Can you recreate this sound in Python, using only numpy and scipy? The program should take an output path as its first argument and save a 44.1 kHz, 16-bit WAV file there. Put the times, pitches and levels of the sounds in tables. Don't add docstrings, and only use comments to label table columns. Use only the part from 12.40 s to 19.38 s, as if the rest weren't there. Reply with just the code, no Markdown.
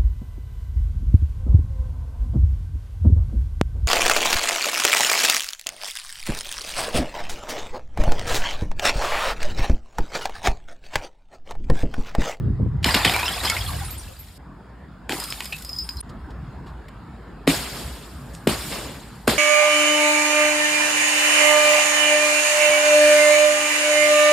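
import sys
import numpy as np
from scipy import signal
from scipy.fft import rfft, irfft
from scipy.io import wavfile
from scipy.ndimage import uniform_filter1d

SR = 44100
rng = np.random.default_rng(int(sys.argv[2]) if len(sys.argv) > 2 else 0)


def output_pcm(signal):
    pcm = np.clip(np.atleast_2d(signal).T, -1, 1) * 32767
    wavfile.write(sys.argv[1], SR, np.round(pcm).astype(np.int16))


N = 307818

# (start [s], end [s], traffic level [dB], engine relative level [dB], fade towards the end [dB])
SCENES = [(0, 1.773, -44, -58, -7), (1.98, 3.613, -44, -47, 0.5), (3.626, 6.98, -40.5, -44.5, -1)]
FADE_S, CUT_S = 0.36, 0.0021
GAP_DB = -19
# (time [s], relative level [dB])
WIND_SPELLS = [
    [(0, -22), (.1, -19.5), (.18, -27.5), (.21, -18), (.27, -21.5), (.31, -26.5), (.36, -22), (.39, -26.5),
     (.42, -25.5), (.7, -32.5), (.85, -36), (1.12, -34.5), (1.22, -29), (1.4, -29), (1.47, -32.5),
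     (1.7, -38.5), (1.98, -46.5)],
    [(3.63, -38.5), (4.0, -41), (4.7, -47.5), (6.0, -56.5), (6.35, -50), (6.8, -51), (6.98, -38)],
]
# (frequency [Hz], relative density [dB per Hz])
WIND_COLOUR = [(21, -34.5), (35, -14), (59, 8), (137, -6), (405, -21.5), (693, -48.5), (1040, -77.5),
               (1760, -120)]
# (frequency [Hz], left-right likeness [0-1])
WIND_LIKENESS = [(60, 0.99), (180, 0.86), (550, 0.62)]
PUSH_RELATIVE_DB, PUSH_RISE_S, PUSH_FADE_DB_PER_S = -37.5, 0.0083, 72.5
# (time [s], peak [dB])
BUFFETS = [(0.079, -28), (0.2, -22), (0.263, -25)]
BUFFET_S = .0006
# (frequency [Hz], relative
# density [dB per Hz])
TRAFFIC_COLOUR = [(47, -36.5), (80, -11), (141, -1), (526, -19), (1000, -18), (1650, -22.5), (2400, -34.5),
                  (5240, -41), (5980, -61), (6670, -45), (15000, -56.5)]
# (frequency [Hz], left-right likeness [0-1])
LIKENESS = [(60, 1), (180, 0.99), (550, 0.71), (1650, 0.97), (4970, 0.44), (15000, 0.084)]
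# (time [s], peak [dB], length [s], centre [Hz])
CRACKS = [(0.428, -25, 0.043, 3000), (0.443, 1.5, 0.0069, 3500), (0.489, -16, 0.023, 2430),
          (0.543, -0.5, 0.017, 3020), (0.647, -1.5, 0.025, 2180), (0.66, -7, 0.006, 3280),
          (0.696, -1, 0.0032, 2370), (.72, -13, 0.014, 2500), (.793, -12.5, .025, 1110),
          (0.736, -8, 0.012, 1000), (0.763, -1, 0.0044, 1350), (0.831, -8, 0.0044, 1500),
          (0.856, -11.5, 0.0043, 1800), (0.881, -7, 0.003, 2360), (1.034, -15, 0.034, 1210),
          (1.051, -14, 0.022, 2450), (1.098, -3, 0.01, 5360), (1.165, -16, 0.019, 2080),
          (2.694, -6, 0.0048, 1750), (2.721, -11, 0.0094, 2520), (2.924, -7.5, 0.0022, 2640),
          (3.005, -9.5, 0.0061, 2300), (3.044, -20, 0.0084, 5030), (3.059, -21, 0.0065, 3000),
          (3.125, -20, 0.018, 2760), (3.49, -16, 0.0038, 2710)]
# (time [s], relative level [dB], frequency [Hz])
SHARDS = [(0.507, -7, 4790), (.935, -17, 5020), (0.675, -2.5, 3090), (0.696, -9, 760), (0.743, -3.5, 2344),
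          (0.792, -8, 2373), (0.829, -8.5, 960), (0.859, -9, 5190), (0.879, -5.5, 3090), (0.927, -14, 3340),
          (0.964, -15.5, 743), (1.002, -15, 3930), (1.05, -7, 5070), (1.073, -9, 3180), (1.099, -4.5, 2183),
          (1.121, -9.5, 1375), (1.166, -11.5, 2145), (1.188, -15, 5090), (1.21, -13.5, 3290),
          (1.263, -16.5, 3320), (1.292, -20, 1090), (3.124, -10.5, 2620), (3.131, -24.5, 3770),
          (3.579, -24, 4160), (.632, -11, 3600), (.662, -9, 3300), (.832, -10, 2540), (.857, -9.5, 2735),
          (1.595, -29, 5780)]
# (time [s], relative ring level [dB], tick peak [dB])
BOUNCES = [(2.7995, -33.5, -15.5), (2.8384, -39, -16.5), (2.9028, -35.5, -21), (3.055, -40.5, -20),
           (3.221, -55, -28), (3.2478, -40, -23), (3.292, -34, -33), (3.3308, -35.5, -50),
           (3.3636, -37, -48), (3.3861, -25.5, -33), (3.4197, -39, -48), (3.491, -30.5, -28),
           (3.5694, -42, -32)]
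# (frequency [Hz], relative level [dB], t60 [s])
PIECE_MODES = [(4860, -1.5, 0.15), (5050, 3.5, 0.18), (5070, 7.5, 0.042), (5360, -5, 0.017),
               (7000, -11, 0.056), (14300, -14, 0.045), (14900, -7, .03)]
# (first [s], second [s])
SMASH_S = (.442, 2.692)
CRUMB_COUNTS, CRUMB_THIN_S = (1800, 400), .5
CRUMB_OVER_SPRAY_DB, CRUMB_LOWEST_HZ = 15, 650
TINKLES_PER_SMASH, TINKLE_OVER_SPRAY_DB, TINKLE_HZ, TINKLE_T60_S = 260, 11, (6500, 15000), .02
# (time [s], relative level [dB], fade [dB/s], brightness [dB/octave])
SPLASHES = [(0.443, -30, 46, 0.5), (0.544, -31, 118.5, 0.5), (0.647, -29, 89, -0.5), (1.03, -32, 60, 1.5),
            (2.69, -35.5, 94.5, 0), (5.07, -24.5, 79, 0), (6.07, -26, 109, -1.05), (6.873, -21, 138, -1)]
# (frequency [Hz],
# relative density [dB per Hz])
SPLASH_COLOUR = [(110, -15), (230, 0.5), (1250, -7), (4980, -6.5), (5730, -10.5), (6040, -28.5), (6590, -9),
                 (9030, -8.5), (10400, -14), (12600, -11), (15500, -23), (16400, -85.5)]
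SPLASH_RISE_S, SPLASH_DULL_S, SPLASH_DULL_DB_PER_OCTAVE = 0.021, 0.0092, -5.5
# (peak time [s], relative level [dB], swell [dB/s], fade [dB/s], brightness [dB/octave])
RAINS = [(.85, -35.5, 40.5, 11, 1), (2.81, -40.5, 67, 20, 3.5), (5.378, -38, 41, 43.5, -0.5),
         (6.28, -37.5, 52, 60.5, 2.5), (6.322, -31.5, 403.5, 55.5, -2)]
TRICKLE_S, TRICKLE_RELATIVE_DB = 5.1, -59
# (time [s], relative level [dB], final frequency [Hz], t60 [s])
SLAPS = [(0.46, -12, 157, 0.068), (.556, -9.5, 143, 0.044), (0.656, -13, 165, 0.083),
         (5.075, -4.5, 263, 0.085), (6.071, -1, 215, 0.043), (6.876, -4.5, 243, 0.059)]
# (time [s], peak [dB], centre [Hz])
FIZZES = [(1.274, -25, 11000), (1.444, -27, 9530), (1.505, -25, 13200), (1.574, -29, 9000),
          (1.788, -31.5, 12700), (3.433, -35, 9100), (3.602, -22, 9800), (1.325, -29, 700),
          (1.41, -28.5, 790), (1.685, -39, 530)]
# (time [s], relative level [dB])
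THUMPS = [(2.696, -23.5), (2.707, -20.5), (2.73, -16.5), (2.754, -28.5), (2.785, -29)]
# (frequency [Hz], relative level [dB], t60 [s])
BODY_MODES = [(330, 2, 0.029), (813, -5.5, 0.039)]
# (time [s], peak [dB], length [s], centre [Hz])
SCUFFS = [(3.691, -42.5, 0.032, 4260), (3.902, -43.5, 0.03, 3920), (4.261, -43, 0.15, 3260),
          (4.482, -36, 0.015, 2130), (5.932, -38, 0.16, 7000), (5.949, -28, 0.0036, 5100)]
# (time [s], peak [dB], length [s], centre [Hz])
POPS = [(5.075, -5.5, 0.018, 1910), (6.073, -2, 0.0084, 1800), (6.877, -2, 0.013, 1430)]
# (delay [s], level [dB])
WALLS = [(.018, -13.5)]
# (frequency [Hz], t60 [s])
YARD_T60 = [(200, 0.11), (1000, .2), (4000, 0.13), (12000, 0.06)]
LOW_CUT_HZ, HIGH_CUT_HZ = 46, 16450


def gain_of(db):
    return 10 ** (np.asarray(db) / 20)


def evened(x):
    return x / np.sqrt(np.mean(x ** 2) + 1e-20)


def read(points, hz):
    f, value = np.transpose(points)
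    return np.interp(np.log(hz + 1), np.log(f + 1), value)


def add(mix, s, sound):
    part = mix[round(s * SR):][:len(sound)]
    part += sound[:len(part)]


def played(curves, t):
    return sum(gain_of(np.interp(t, *np.transpose(rows)[:2], left=-200, right=-200)) for rows in curves)


def playing(t):
    start, end, *_, fade_db = np.transpose(SCENES)
    k = np.searchsorted(start, t, "right") - 1
    gap = np.clip(np.maximum(end[1] - t, t - start[2]) / CUT_S, 0, 1)
    fade = np.clip(1 - (end[k] - t) / FADE_S, 0, 1)
    return k, gap * gain_of(fade_db[k] * fade)


def backdrop(column):
    k, gate = playing(np.arange(N) / SR)
    return np.maximum(gate, gain_of(GAP_DB)) * gain_of(np.array(SCENES)[k, column])


def swelling(t, s, db, rise_s, fade_db_per_s):
    age = np.maximum(t - s, 0)
    fade = gain_of(db - fade_db_per_s * np.maximum(age - rise_s, 0))
    return (playing(t)[0] == playing(s)[0]) * (np.minimum(age / rise_s, 1) * fade) ** 2


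def noise(colour, slope, pivot_hz, patchy_db, size, likeness=LIKENESS):
    hop, hz = size // 4, np.fft.rfftfreq(size, 1 / SR)
    t = np.arange(N // hop + 5) * hop / SR
    a, b, c, d, patches = rng.standard_normal((len(t), len(hz), 5)).T
    patches = uniform_filter1d(patches, size=5, axis=0)
    patches = evened(uniform_filter1d(patches, size=12, axis=1))
    octaves = np.log2(np.maximum(hz, 20) / pivot_hz)
    shape = gain_of(read(colour, hz)[:, None] + octaves[:, None] * np.interp(t, *slope))
    shape = shape / np.linalg.norm(shape, axis=0) * gain_of(patchy_db * patches)
    same = np.clip(read(likeness, hz), 0, 1)[:, None]
    left = a + 1j * b
    right = same * left + np.sqrt(1 - same ** 2) * (c + 1j * d)
    z = shape * np.array([left, right])
    return evened(signal.istft(z, nperseg=size, noverlap=size - hop)[1][:, :N])


def burst(db, length_s, centre_hz, rise_s, snap, octaves=0.86, skirt=0.32):
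    t, hz = np.arange(4096) / SR, np.fft.rfftfreq(4096, 1 / SR)
    band = np.exp(-(np.log2(hz / centre_hz + 0.0011) / octaves) ** 2)
    colour = gain_of(read(SPLASH_COLOUR, hz)) * (skirt + band)
    decay = gain_of(-30 * t / max(length_s, .001))
    drive = rng.standard_normal(len(t)) * decay * (1 - np.exp(-t / rise_s))
    drive[0] = snap
    rough = irfft(rfft(np.roll(drive, 30)) * colour)[:3000]
    rough = rough * np.minimum(np.arange(3000, 0, -1) / 1000, 1)
    return gain_of(db) * rough / abs(rough).max()


def ring(db, hz, t60_s):
    t = np.arange(0, max(t60_s, .005), 1 / SR)
    return gain_of(db - 60 * t / t[-1]) * (1 - np.exp(-t / 0.0006)) * np.sin(2 * np.pi * hz * t)


def chattering(sound, length_s):
    t = np.arange(1200) / SR
    struck = rng.standard_normal(len(t)) * (rng.random(len(t)) < 500 / SR)
    taps = .5 * struck * np.exp(-t / length_s)
    taps[0] = 1
    rattle = signal.oaconvolve(sound, taps)
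    return rattle * np.linalg.norm(sound) / np.linalg.norm(rattle)


def spray(t):
    parts = [(gain_of(2 * TRICKLE_RELATIVE_DB) * (t > TRICKLE_S), 2.2 + 0 * t)]
    for s, db, fade_db, slope in SPLASHES:
        sheet = swelling(t, s, db, SPLASH_RISE_S, fade_db)
        onset = gain_of(-10.0) * swelling(t, s, db, 0.00078, 180)
        dull = SPLASH_DULL_DB_PER_OCTAVE * np.exp(-abs(t - s) / SPLASH_DULL_S)
        parts += [(sheet + onset, slope + dull)]
    for s, db, swell_db, fade_db, slope in RAINS:
        begun = t > max(row[0] for row in SPLASHES if row[0] < s)
        arch = db - np.where(t < s, swell_db * (s - t), fade_db * (t - s))
        same_scene = playing(t)[0] == playing(s)[0]
        parts += [(begun * same_scene * gain_of(2 * arch), slope + 0 * t)]
    power, slope = np.transpose(parts, (1, 0, 2))
    total = power.sum(0) + 1e-12
    return np.sqrt(total) * playing(t)[1], (power * slope).sum(0) / total


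def wind():
    t = np.arange(0, N / SR, .002)
    pushes = sum(swelling(t, s, PUSH_RELATIVE_DB, PUSH_RISE_S, PUSH_FADE_DB_PER_S) for s, *_ in POPS)
    db = 10 * np.log10(played(WIND_SPELLS, t) ** 2 + pushes + 1e-8)
    tilt = (t, 0.8 * (db + 18.5))
    swings = noise(WIND_COLOUR, tilt, 90, patchy_db=2.0, size=1024, likeness=WIND_LIKENESS)
    swings = swings / (uniform_filter1d((swings ** 2).mean(0), size=1500) + 0.1) ** .36
    return gain_of(np.interp(np.arange(N) / SR, t, db) + 2.0) * swings


def drone():
    def waver():
        slow = uniform_filter1d(rng.standard_normal(N), size=1100)
        return evened(uniform_filter1d(slow, size=1100))
    pitch, swell = waver(), waver()
    tone = np.sin(2 * np.pi * np.cumsum(56 + 8 * pitch) / SR)
    return backdrop(column=3) * gain_of(5.0 + 4.4 * swell) * tone


def traffic():
    return backdrop(column=2) * noise(TRAFFIC_COLOUR, ([0], [0]), 1000, patchy_db=2.5, size=1024)


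def buffets():
    out, u = np.zeros(N), np.arange(-400, 400) / SR / BUFFET_S
    for s, db in BUFFETS:
        add(out, s - 400 / SR, -gain_of(db) * (1 - u ** 2) * np.exp(-u ** 2 / 2))
    return out


def glass():
    out = np.zeros(N)
    for s, db, length_s, centre_hz in CRACKS:
        add(out, s, burst(db, length_s, centre_hz, rise_s=0.0014, snap=2.7))
    for s, db, hz in SHARDS:
        for ratio, share_db, t60_s in [(1, -9, 0.052), (1.09, -13.5, 0.02)]:
            add(out, s, chattering(ring(db + share_db, ratio * hz, t60_s), 0.013))
    for s, db, tick_db in BOUNCES:
        facing_db = rng.normal(0, 2, len(PIECE_MODES))
        for (hz, share_db, t60_s), turn_db in zip(PIECE_MODES, facing_db):
            mode = ring(db + share_db + turn_db, hz * rng.normal(1, .009), t60_s)
            add(out, s, chattering(mode, .004))
        add(out, s, burst(tick_db, 0.011, 11000, rise_s=0.00013, snap=3.7, octaves=1.2))
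    for start, count in zip(SMASH_S, CRUMB_COUNTS):
        when, pitches, smallnesses = rng.random((count, 3)).T
        times = start - CRUMB_THIN_S * np.log(1 - .93 * when)
        for s, level, pitch, small in zip(times, spray(times)[0], pitches, smallnesses):
            over_spray_db = CRUMB_OVER_SPRAY_DB - 17 * small ** .35
            add(out, s, level * ring(over_spray_db, CRUMB_LOWEST_HZ * 8 ** pitch, 0.03 - 0.018 * small))
    return out


def splashes():
    t, coarse = np.arange(N) / SR, np.arange(0, N / SR, .001)
    level, slope = spray(coarse)
    crumbs = gain_of(4.5 * np.minimum(rng.exponential(1, N), 4)) * (rng.random(N) < 70 / SR)
    patter = signal.oaconvolve(crumbs, gain_of(-60 * t[:1500] / .03))[:N]
    patter = evened(1 + .18 * patter)
    hiss = noise(SPLASH_COLOUR, (coarse, slope), 3000, patchy_db=2.0, size=256)
    return np.interp(t, coarse, level) * gain_of(3.5) * np.where(t < SCENES[2][0], patter, 1) * hiss


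def tinkles():
    out = np.zeros((2, N))
    for start, (_, end, *_) in zip(SMASH_S, SCENES):
        when, pitches, softnesses, sides = rng.random((TINKLES_PER_SMASH, 4)).T
        times = start + (end - 2 * TINKLE_T60_S - start) * when
        for s, level, pitch, soft, side in zip(times, spray(times)[0], pitches, softnesses, sides):
            hz = TINKLE_HZ[0] * (TINKLE_HZ[1] / TINKLE_HZ[0]) ** pitch
            mode = ring(TINKLE_OVER_SPRAY_DB - 12 * soft, hz, TINKLE_T60_S * (.3 + soft))
            chip = level * chattering(mode, .03)
            add(out[0], s, np.cos(side * np.pi / 2) * chip)
            add(out[1], s, np.sin(side * np.pi / 2) * chip)
    return out


def slaps():
    out, t = np.zeros(N), np.arange(SR // 4) / SR
    for s, db, final_hz, t60_s in SLAPS:
        hz = final_hz * (1 + 1.8 * np.exp(-t / 0.003))
        wobble = evened(uniform_filter1d(rng.standard_normal(len(t)), size=120))
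        ragged = 1 + .35 * np.minimum(t / .03, 1) * wobble
        turns = np.cumsum(hz * ragged) / SR
        heave = 0.49 * np.sin(2 * np.pi * 0.603 * turns)
        wave = (np.sin(2 * np.pi * turns) + heave) * (1 - np.exp(-t / 0.001))
        fading_db = db - 60 * t / max(t60_s, .01)
        add(out, s, gain_of(fading_db) * wave)
        add(out, s + 0.037, gain_of(fading_db - 16.0) * wave)
    return out


def fizzes():
    out = np.zeros((2, N))
    for s, db, centre_hz in FIZZES:
        for ear in out:
            add(ear, s, burst(db, 0.1, centre_hz, rise_s=0.003, snap=0, octaves=0.12, skirt=0.04))
    return out


def thumps():
    out = np.zeros(N)
    for s, db in THUMPS:
        for hz, share_db, t60_s in BODY_MODES:
            add(out, s, chattering(ring(db + share_db, hz * rng.normal(1, .04), t60_s), .008))
    return out


def scuffs():
    out = np.zeros(N)
    for s, db, length_s, centre_hz in SCUFFS:
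        add(out, s, burst(db, length_s, centre_hz, rise_s=0.0034, snap=0))
    return out


def pops():
    out = np.zeros(N)
    for s, db, length_s, centre_hz in POPS:
        add(out, s, burst(db, length_s, centre_hz, rise_s=0.000093, snap=3.44))
    return out


def yard(x):
    taps = np.zeros((2, SR // 2))
    at = np.arange(200, SR // 2 - 20, 20) + rng.integers(0, 20, (2, (SR // 2 - 201) // 20))
    np.put_along_axis(taps, at, rng.choice([-1., 1.], at.shape), 1)
    hz, t, z = signal.stft(taps, SR, nperseg=256)
    decay = gain_of(-60 * t / read(YARD_T60, hz)[:, None])
    tail = signal.istft(z * decay, SR, nperseg=256)[1]
    tail = gain_of(-15) * (tail + 0.54 * tail[::-1]) / np.linalg.norm(tail[0])
    for delay_s, db in WALLS:
        tail[[0, 1], round(delay_s * SR) + np.array([0, 3])] += gain_of(db)
    return signal.fftconvolve(x[None], tail, axes=1)[:, :N]


def scene():
    impacts = glass() + pops() + slaps() + thumps()
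    t = np.arange(N) / SR
    cut = (t < SCENES[1][1]) | (t > POPS[0][0] - .05)
    struck = cut * (impacts + yard(impacts) + fizzes())
    liquid = tinkles() + scuffs() + splashes()
    return struck + liquid + wind() + buffets() + drone() + traffic()


def record(dry):
    thin = signal.sosfilt(signal.butter(6, LOW_CUT_HZ, "high", fs=SR, output="sos"), dry)
    rounded = thin / (1 + abs(thin / .85) ** 4) ** .25
    band_limit = signal.firwin(511, HIGH_CUT_HZ, window=("kaiser", 9), fs=SR)
    return signal.oaconvolve(rounded, band_limit[None], "same")


dry = scene()
out = record(dry)
output_pcm(out)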